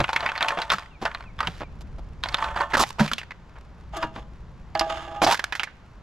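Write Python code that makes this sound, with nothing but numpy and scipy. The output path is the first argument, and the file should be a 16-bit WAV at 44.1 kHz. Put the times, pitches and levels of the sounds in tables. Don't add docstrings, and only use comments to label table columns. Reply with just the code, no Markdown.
import sys
import numpy as np
from scipy import signal
from scipy.fft import rfft, irfft
from scipy.io import wavfile
from scipy.ndimage import uniform_filter1d

SR = 44100
rng = np.random.default_rng(int(sys.argv[2]) if len(sys.argv) > 2 else 0)


def wav_out(sig):
    wavfile.write(sys.argv[1], SR, np.round(np.clip(np.atleast_2d(sig).T, -1, 1) * 32767).astype(np.int16))


N = 265790

# start_s, length_s, level_db, body_db, crack_db
GRIT_SCUFFS = [(.002, 0.015, -22, 22.5, -6), (0.58, 0.016, -30.5, 22, -8), (0.74, 0.0086, -34, 7, 6),
               (1.014, 0.024, -29.5, 28, 8.5), (1.471, 0.013, -32, 38, 20), (1.492, 0.12, -50.5, -17, 10),
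               (1.605, 0.027, -32, 21.5, -6), (1.807, 0.01, -46, 16, 19), (1.982, 0.011, -40, 34, 11),
               (3.015, 0.049, -32, 15, 11), (3.554, 0.031, -48, 12, -18), (3.967, 0.0065, -40, 6, 31),
               (4.038, .011, -30.5, 40, 10), (4.157, 0.035, -39, 24.5, 1)]
# start_s, level_db, pitch_ratio, ground_push_db
FOOTFALLS = [(.001, -19, 0.61, -17), (0.734, -28, .91, -42), (1.473, -25, 0.8, -45), (2.74, -26, 1.1, -41),
             (2.79, -25, 1.1, -33), (3.002, -5, 1.01, -27), (3.115, -31, 1.1, -31),
             (4.041, -28.5, 1.5, -44), (5.218, -18.5, 1.5, -44)]
# pitch_hz, level_db, t60_s
FOOT_MODES = [(148.2, -8.5, 0.19), (166, -10.5, 0.14), (211.4, 2, 0.11), (574, -14, 0.14),
              (740, -14, 0.075), (950, -11, .11)]
# frequency_hz, level_db
WALL_SPECTRUM = [(60, -16.5), (250, -14.5), (400, -14), (600, -6), (900, 0.5), (1500, 2), (2300, -3),
                 (3500, -7.5), (5000, -14), (7000, -24), (9000, -33.5), (12500, -36.5), (15000, -52.5)]
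# frequency_hz, side_ratio
STEREO_SPREAD = [(100, 0.033), (700, 0.038), (2000, 0.22), (4500, 0.13), (8000, 0.46), (13000, 0.58)]
# start_s, level_db, panel_hz, t60_s, crack_db
PANEL_KNOCKS = [(.003, -18, 691, 0.027, 1.5), (.042, -20.5, 2850, 0.049, -15.5),
                (.091, -21, 875, 0.074, -2.5), (.131, -22, 915, 0.066, 5.5), (0.162, -17, 2180, 0.048, 2.5),
                (.206, -28.5, 4030, .033, -9), (.229, -23.5, 682, 0.18, -9),
                (.262, -19.5, 2180, 0.067, -16), (0.29, -25.5, 2620, 0.1, -14),
                (0.318, -29.5, 1440, 0.014, 3), (.361, -33, 2270, 0.053, -5), (.378, -27, 4340, 0.085, -8),
                (.408, -20.5, 2610, 0.1, -20), (.427, -21, 3640, 0.017, 3), (.484, -20.5, 2610, 0.043, 12),
                (.506, -24, 636, 0.063, -8), (0.573, -26.5, 667, 0.055, -15), (.588, -22.5, 716, .04, -6),
                (.618, -24.5, 4000, 0.093, -2), (.702, -16.5, 3540, 0.076, -6.5),
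                (.784, -29, 1380, 0.015, 1), (1.053, -20.5, 670, 0.066, -1.5), (1.06, -22, 1550, 0.1, -13),
                (1.115, -37, 2040, .012, -11), (1.148, -28.5, 4120, 0.056, -23),
                (1.207, -38, 1070, 0.016, -9), (1.39, -32.5, 3470, .06, -31), (1.405, -20, 1175, .043, 2.5),
                (1.429, -25.5, 1220, 0.19, -8), (1.472, -23.5, 3090, 0.047, 4.5),
                (2.237, -22.5, 3740, 0.035, 2.5), (2.258, -27, 770, .049, -8),
                (2.287, -31.5, 4460, .042, 7), (2.344, -17.5, 3580, 0.023, 1.5),
                (2.385, -27, 939, 0.071, -13), (2.425, -23, 1150, 0.033, -8),
                (2.444, -28.5, 1130, 0.013, 4), (2.562, -24.5, 940, .033, -23),
                (2.576, -32, 1160, 0.021, -21), (2.607, -19.5, 925, 0.05, -26),
                (2.836, -18.5, 810, 0.022, 6), (2.905, -33, 950, 0.016, 17), (3.078, -29.5, 2370, 0.12, 13),
                (3.115, -23.5, 1415, 0.073, 9), (3.134, -23, 3300, 0.018, 20.5),
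                (3.182, -27.5, 2710, 0.092, 12), (3.215, -38, 2100, 0.028, -5),
                (3.232, -40, 1860, 0.021, 1), (3.308, -36, 2130, 0.033, -2), (3.318, -37.5, 2000, .021, -5),
                (4.028, -22.5, 1350, .08, -3), (4.162, -33.5, 864, 0.016, -8),
                (4.752, -21.5, 666, 0.032, -8.5), (4.795, -20, 5000, 0.032, 17), (4.81, -18.5, 840, .05, 1),
                (5.344, -22, 1680, 0.037, 14), (5.353, -34, 1760, 0.023, 16),
                (5.394, -21.5, 1710, 0.036, 7.5), (5.441, -21.5, 1650, 0.017, 16),
                (5.524, -22.5, 1950, 0.067, 3.5), (5.552, -27, 1820, 0.11, 12.5),
                (5.596, -22, 2840, 0.087, 0.5), (5.633, -24, 2180, .057, 12), (5.673, -37, 1750, 0.15, -9)]
# pitch_hz, level_db, t60_s
DENTED_MODES = [(577, -2.5, 0.15), (664, -5, 0.11), (723, -1.5, 0.089), (892, 6.5, 0.11), (991, 2, 0.051),
                (1073, 5, 0.086), (1200, 1, 0.081), (1346, 1, 0.04), (1509, 0.5, 0.095), (1778, 2, 0.04),
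                (2130, -12, 0.11), (2570, -13, 0.054), (2850, -12, 0.11), (3240, -12, 0.051),
                (3430, -10.5, 0.015), (4200, -31, .06)]
ROUND_MODES = [(332, -10, 0.16), (651.5, 1, 0.19), (818, -2, 0.34), (954, -11.5, 0.16), (1169, -8.5, 0.14),
               (1239, -5, 0.11), (1554, -15.5, 0.12), (1600, -18, 0.2), (1696, -11.5, 0.14),
               (1890, -26, 0.15), (2040, -27, 0.082), (2420, -23, 0.06), (2800, -16.5, 0.11),
               (3250, -30, 0.14), (4020, -40, 0.052)]
# start_s, length_s, ring_db, rasp_db
DENTED_RUNS = [(.01, .12, -42, -29), (0.162, 0.2, -25, -29.5), (0.402, .13, -20.5, -26),
               (0.569, 0.078, -28, -30), (0.723, 0.14, -40.5, -39.5), (1.043, 0.02, -21.5, -27),
               (1.11, 0.14, -41, -42), (1.381, 0.099, -38, -34.5), (2.242, 0.18, -33.5, -33),
               (2.372, 0.093, -22, -27), (2.459, 0.073, -27.5, -34.5), (2.553, 0.061, -16, -23.5),
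               (2.686, 0.11, -28, -32)]
ROUND_RUNS = [(3.923, 0.12, -25, -25.5), (4.131, 0.08, -48, -37.5), (4.757, 0.15, -29.5, -27),
              (4.886, 0.092, -23, -20.5), (4.99, 0.07, -31.5, -28.5), (5.073, .135, -29.5, -34.5),
              (5.211, 0.033, -26, -12)]
# frequency_hz, level_db
DENTED_RASP_SPECTRUM = [(100, -17), (400, -9.5), (900, -2), (1600, -5), (3000, -3), (5000, -12.5),
                        (8000, -17.5), (12500, -29.5), (15000, -44)]
ROUND_RASP_SPECTRUM = [(100, -23), (400, -11), (900, 9), (1600, 5.5), (2800, 1), (5000, -5), (8000, -24.5),
                       (12500, -35), (15000, -45)]
# time_s, level_db
WIND_LEVEL = [(0, -43), (.4, -51), (1.2, -43.5), (1.9, -37.5), (2.4, -40), (2.8, -44.5), (3.5, -46.5),
              (4.1, -41), (4.6, -41.5), (5.2, -45), (5.6, -51), (6.03, -45.5)]
# frequency_hz, level_db
WIND_SPECTRUM = [(10, -6.5), (25, -6.5), (55, 2), (100, -9), (170, -10), (300, -27.5), (600, -30.5),
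                 (2000, -101)]
HUSH_SPECTRUM = [(40, 2), (300, 4.5), (600, 1), (1000, 4), (1600, -2.5), (2500, -9.5), (4000, -14.5),
                 (7000, -22), (8500, -32.5), (12500, -39), (15000, -47)]
LITTER_SPECTRUM = [(200, -6), (800, 1), (2500, -3), (6000, -15), (12000, -30), (15000, -44)]
# start_s, length_s, crunch_db, blow_db, hollow_hz, body_db, crack_db
FOLDS = [(.716, 0.022, -18.5, -23.5, 1280, 9, 10), (2.735, 0.018, -16.5, -21, 1700, 16.5, 6),
         (2.769, 0.024, -21, -21, 1248, 22.5, 19), (2.795, .034, -18, -24, 1032, 19.5, 24),
         (2.985, 0.0067, -25.5, -36, 1230, 23, 12), (2.995, .016, -19.5, -25, 1736, 21.5, 12.5),
         (5.218, 0.027, -18, -15, 670, 17.5, 16), (5.245, 0.0068, -20, -23.5, 5300, 23, 19),
         (5.265, 0.038, -18.5, -16, 742, 15, 12), (5.309, 0.026, -19, -20, 920, 5.5, 15.5)]
# start_s, length_s, first_hz, last_hz, level_db
BIRD_WHISTLES = [(0.885, 0.11, 3130, 2062, -52), (1.235, 0.09, 2920, 2020, -50.5),
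                 (1.589, 0.1, 2810, 2150, -51.5)]
# start_s, level_db, favoured_hz, favour_db
ROUND_BLOWS = [(3.935, -38, 827, 8), (4.032, -32, 947, 21), (4.753, -23, 823, 0), (4.81, -18.5, 823, 1.5),
               (4.868, -41, 646, 11.5), (5.076, -35, 823, 0)]
# time_s, left_minus_right_db
CAN_BEARING = [(0, -0.5), (1.2, -1.5), (2.3, -3), (2.8, -3), (3.05, -2), (4.1, -0.3), (4.8, -3.6),
               (5.3, -3.5), (5.599, -4.5)]
# frequency_hz, left_minus_right_db
PORT_LEVEL_GAP = [(60, 0.5), (110, -1), (200, 1), (370, 1), (680, 1), (1250, 0), (2300, 0), (4230, 0),
                  (7760, 0.5), (14200, 4.5)]
# frequency_hz, left_minus_right_rad
PORT_PHASE_GAP = [(50, 0.21), (500, -0.26), (1000, -0.17), (2000, -0.35), (3500, -0.83), (4700, -0.63),
                  (6600, -0.76), (7900, 1), (9500, 0.47), (14000, 0)]

FLATTENED_S = 2.77
BURST_SAMPLES = 7000
BODY_DB, BODY_DB_PER_OCTAVE, BODY_AT_HZ = 5, -3.5, 1040
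SNAP_DB, SNAP_T60 = -0.5, 0.014
SHIMMER_DB, SHIMMER_T60, SHIMMER_HZ = -22, 0.24, 4500
FACET_DB, FACET_HZ, FACET_CYCLES = -17.5, (1102, 5197), 145
GRAZE_S, GRAZE_DB, GRAZE_T60, GRAZE_CRACK_DB = 0.006, -19, 0.037, -11
ROLL_RISE_S, ROLL_SAG_DB_PER_S, ROLL_STOP_DB_PER_S = 0.014, 28, 255
RATTLES_PER_S, RATTLE_HZ, RATTLE_DB, RATTLE_SPREAD_DB = 26, (1190, 4430), -5, 2
FOLD_T60, FOLD_CRACK_DB = 0.082, -15.5
CREAK_S, CREAK_DB, CREAK_BODY_DB, CREAK_CRACK_DB = 0.058, -25, -23, -1.5


def amp(db):
    return 10 ** (np.asarray(db) / 20)


def unit(x):
    return x / np.sqrt(np.mean(x ** 2) + 1e-20)


def read(points, hz):
    f, value = np.transpose(points)
    return np.interp(np.log(hz + 1), np.log(f + 1), value)


def over_time(curve):
    return np.interp(np.arange(N) / SR, *np.transpose(curve))


def add(mix, s, sound):
    part = mix[..., max(0, round(s * SR)):][..., :sound.shape[-1]]
    part += sound[..., :part.shape[-1]]


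def coloured(x, spectrum):
    return unit(irfft(rfft(x) * amp(read(spectrum, np.fft.rfftfreq(N, 1 / SR))), N))


def dull(x, hz):
    keep = np.exp(-2 * np.pi * hz / SR)
    return signal.lfilter([1 - keep], [1, -keep], x)


def flutter(n, hz):
    smoothing = np.exp(-(np.fft.rfftfreq(n, 1 / SR) / hz) ** 2)
    return unit(irfft(rfft(rng.standard_normal(n)) * smoothing, n))


def grains(n, per_s, spread_db):
    size = amp(spread_db * np.minimum(rng.exponential(1, n), 4))
    return size * rng.choice([-1, 1], n) * (rng.random(n) < per_s / SR)


def mode(hz, t60):
    t = np.arange(SR // 2) / SR
    return amp(-60 * t / t60) * np.sin(2 * np.pi * hz * t)


def crunch(length, per_s, spread_db, fade_s, hiss, sharp=0.55):
    t = np.arange(BURST_SAMPLES) / SR
    press = np.minimum(t / 0.0014, 1) * np.exp(-np.maximum(t - length, 0) / fade_s)
    snaps = np.array([unit(grains(len(t), per_s, spread_db)) for ear in range(2)])
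    shiver = np.sqrt(dull(snaps ** 2, 210))
    return press * (sharp * snaps + (shiver + hiss) * rng.standard_normal(snaps.shape))


def shell(drive, body_db, crack_db, panel_hz=1000, panel_db=0, panel_octaves=0.39, size=8192):
    hz = np.abs(np.fft.fftfreq(size, 1 / SR))
    db = read(WALL_SPECTRUM, hz) + body_db * read([(400, 1), (1600, 0)], hz)
    db += crack_db * read([(2000, 0), (8000, 1)], hz)
    db += panel_db * np.exp(-(np.log2((hz + 1) / panel_hz) / panel_octaves) ** 2)
    spectrum = np.fft.fft(drive, size)
    power = uniform_filter1d(abs(spectrum) ** 2, size=160, mode="wrap")
    db = db - 10 * np.log10(power + 1e-12)
    response = np.exp(np.conj(signal.hilbert(db * np.log(10) / 20)))
    mid, side = spectrum * response
    side = side * read(STEREO_SPREAD, hz)
    return np.fft.ifft([mid + side, mid - side]).real / np.linalg.norm(np.fft.ifft(mid))


def shoes(rise_s=0.01):
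    out = np.zeros((2, N))
    for s, length, db, body_db, crack_db in GRIT_SCUFFS:
        grit = crunch(length, per_s=1500, spread_db=4.5, fade_s=0.0057, hiss=0.49)
        add(out, s, amp(db) * np.sqrt(length * SR) * shell(grit, body_db, crack_db))
    for s, db, pitch, push_db in FOOTFALLS:
        add(out, s, amp(push_db) * mode(hz=52, t60=0.082))
        thud = sum(amp(mode_db) * mode(hz * pitch, t60) for hz, mode_db, t60 in FOOT_MODES)
        onset = np.minimum(np.arange(len(thud)) / SR / rise_s, 1)
        add(out, s, amp(db) * thud * onset)
    return out


def panel_body(hz):
    return BODY_DB + BODY_DB_PER_OCTAVE * np.log2(hz / BODY_AT_HZ)


def knock(db, hz, t60, crack_db, body_db, rise_s=0.00061, ping_db=-7, ping_cycles=65):
    t = np.arange(BURST_SAMPLES) / SR
    quick, slow = rng.standard_normal((2, 2, len(t)))
    shiver = quick * (amp(-60 * t / t60) + amp(SNAP_DB - 60 * t / SNAP_T60))
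    shimmer = dull(slow, SHIMMER_HZ) * amp(SHIMMER_DB - 60 * t / SHIMMER_T60)
    drive = (shiver + shimmer) * np.minimum(t / rise_s, 1)
    drive[0, 0] += 3
    out = shell(drive, body_db, crack_db, hz, panel_db=8)
    low, high = FACET_HZ
    facets = [(low * (high / low) ** u, FACET_DB, FACET_CYCLES) for u in rng.random(3)]
    for ping_hz, share_db, cycles in [(hz, ping_db, ping_cycles)] + facets:
        ping = mode(ping_hz, min(cycles / ping_hz, 2 * t60))
        add(out, 0, amp(share_db) * ping / np.linalg.norm(ping))
    return amp(db) * np.sqrt(0.0062 * SR) * out


def knocks():
    out = np.zeros((2, N))
    for s, db, hz, t60, crack_db in PANEL_KNOCKS:
        add(out, s, knock(db, hz, t60, crack_db, panel_body(hz)))
        if s < FLATTENED_S:
            graze = knock(db + GRAZE_DB, hz, GRAZE_T60, GRAZE_CRACK_DB, panel_body(hz), rise_s=0.0014)
            add(out, s - GRAZE_S, graze)
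    return out


def struck(modes, blows, scatter_db=2):
    out = np.zeros(N)
    for s, db, spot_hz, favour_db in blows:
        for k, (hz, mode_db, t60) in enumerate(modes):
            nearness = np.exp(-(np.log2(hz / spot_hz) / 0.035) ** 2)
            gain = amp(db + mode_db + favour_db * nearness + scatter_db * rng.standard_normal())
            add(out, s, (-1) ** k * gain * mode(hz, t60))
    return out


def run_envelopes(runs):
    power = np.zeros((2, N))
    for s, length, ring_db, rasp_db in runs:
        t = np.arange(int((length + 0.4) * SR)) / SR
        loss_db = ROLL_SAG_DB_PER_S * t + ROLL_STOP_DB_PER_S * np.maximum(t - length, 0)
        speed = np.minimum(t / ROLL_RISE_S, 1) * amp(-loss_db)
        add(power, s, (amp([[ring_db], [rasp_db]]) * speed) ** 2)
    return np.sqrt(power)


def rolling(modes, runs, rasp_spectrum, rasp_gain_db, taps_per_s, ring_gain_db=-7):
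    bumps = amp(3 * (flutter(N, hz=90) - 0.5))
    push, scrape = run_envelopes(runs) * bumps
    taps = unit(grains(N, taps_per_s, spread_db=2.5))
    hum = np.zeros(N)
    for hz, db, t60 in modes:
        ring = mode(hz, t60)
        force = push * taps * rng.standard_normal(N)
        hum += amp(db) * signal.oaconvolve(force, ring / np.linalg.norm(ring))[:N]
    hum /= np.linalg.norm(amp(np.transpose(modes)[1]))
    t = np.arange(SR // 2) / SR
    wall = rng.standard_normal(len(t)) * amp(-60 * t / 0.0036)
    grit = unit(signal.oaconvolve(taps, wall)[:N])
    rasp = np.array([coloured(grit + 0.41 * rng.standard_normal(N), rasp_spectrum) for ear in range(2)])
    return amp(ring_gain_db) * hum + amp(rasp_gain_db) * scrape * rasp


def dented_can(ring_db=-20):
    blows = [(s, db + ring_db, hz, 0) for s, db, hz, *_ in PANEL_KNOCKS if s < FLATTENED_S]
    ring = struck(DENTED_MODES, blows)
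    roll = rolling(DENTED_MODES, DENTED_RUNS, DENTED_RASP_SPECTRUM, rasp_gain_db=-16.5, taps_per_s=2500)
    return ring + roll


def rattle(most_taps=8):
    out = np.zeros((2, N))
    low, high = RATTLE_HZ
    for s, length, _, rasp_db in DENTED_RUNS:
        for k, (late, softness, panel) in enumerate(rng.random((most_taps, 3))):
            delay_s = (k + late) / RATTLES_PER_S
            hz = low * (high / low) ** panel
            db = rasp_db + RATTLE_DB + RATTLE_SPREAD_DB * (1 - 2 * softness)
            if delay_s < length:
                add(out, s + delay_s, knock(db, hz, t60=0.038, crack_db=-3, body_db=panel_body(hz)))
    return out


def wind_and_hush(hush_db=-55):
    ears = np.array([[1], [-1]])
    wind_mid, wind_side, hush_mid, hush_side = rng.standard_normal((4, N))
    rumble = coloured(wind_mid + 0.18 * ears * wind_side, WIND_SPECTRUM)
    hush = coloured(hush_mid + 0.28 * ears * hush_side, HUSH_SPECTRUM)
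    return amp(over_time(WIND_LEVEL)) * rumble + amp(hush_db + 0.39 * flutter(N, hz=39)) * hush


def litter(db=-68, t60=0.02):
    t = np.arange(SR // 8) / SR
    ticks = grains(N, per_s=31, spread_db=4)
    tails = rng.standard_normal((2, len(t))) * amp(-60 * t / t60)
    mid, side = (coloured(signal.oaconvolve(ticks, tail)[:N], LITTER_SPECTRUM) for tail in tails)
    return amp(db) * np.array([mid + 0.2 * side, mid - 0.48 * side])


def crushing(hollow_db=10):
    out = np.zeros((2, N))
    for s, length, db, blow_db, hz, body_db, crack_db in FOLDS:
        add(out, s, knock(blow_db, hz, FOLD_T60, crack_db + FOLD_CRACK_DB, body_db))
        snaps = crunch(length, per_s=780, spread_db=1.5, fade_s=0.0052, hiss=0.32)
        add(out, s, amp(db) * np.sqrt(length * SR) * shell(snaps, body_db, crack_db, hz, hollow_db))
        ticks = crunch(CREAK_S, per_s=300, spread_db=5, fade_s=0.024, hiss=0.16)
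        creak = shell(ticks, body_db + CREAK_BODY_DB, crack_db + CREAK_CRACK_DB)
        add(out, s + length, amp(db + CREAK_DB) * np.sqrt(CREAK_S * SR) * creak)
    return out


def bird():
    out = np.zeros((2, N))
    for s, length, first_hz, last_hz, db in BIRD_WHISTLES:
        hz = np.geomspace(first_hz, last_hz, int(length * SR))
        tone = np.sin(2 * np.pi * np.cumsum(hz) / SR)
        waver = amp(3 * flutter(len(hz), 70) - 2)
        add(out, s, amp(db) * waver * signal.windows.tukey(len(hz), 0.9) * tone)
    return out + trees(out, wet_db=-12)


def round_can():
    ring = struck(ROUND_MODES, ROUND_BLOWS)
    roll = rolling(ROUND_MODES, ROUND_RUNS, ROUND_RASP_SPECTRUM, rasp_gain_db=-14.5, taps_per_s=1500)
    return ring + roll


def trees(x, wet_db, t60=0.75, top_hz=5000, build_s=0.042):
    t = np.arange(SR) / SR
    tail = dull(rng.standard_normal((2, len(t))), top_hz) * amp(-60 * t / t60)
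    tail *= np.minimum(t / build_s, 1)
    return amp(wet_db) * signal.fftconvolve(x, tail / np.linalg.norm(tail[0]), axes=1)[:, :N]


def scene():
    woods = bird() + wind_and_hush() + litter()
    near = knocks() + dented_can() + round_can() + crushing() + shoes() + rattle()
    lean_db = over_time(CAN_BEARING)
    near = near * amp([lean_db / 2, -lean_db / 2])
    return near + trees(near, wet_db=-30.5) + woods


def record(dry, ceiling=0.58, edge_hz=15000):
    hz = np.fft.rfftfreq(N, 1 / SR)
    port = amp(read(PORT_LEVEL_GAP, hz) / 2) * np.exp(0.5j * read(PORT_PHASE_GAP, hz))
    heard = irfft(rfft(dry) * np.array([port, 1 / port]), N)
    rounded = heard / (1 + (heard / ceiling) ** 4) ** (1 / 4)
    low_pass = signal.firwin(255, edge_hz, window=("kaiser", 8), fs=SR)
    return signal.oaconvolve(rounded, low_pass[None], "same")


dry = scene()
out = record(dry)
wav_out(out)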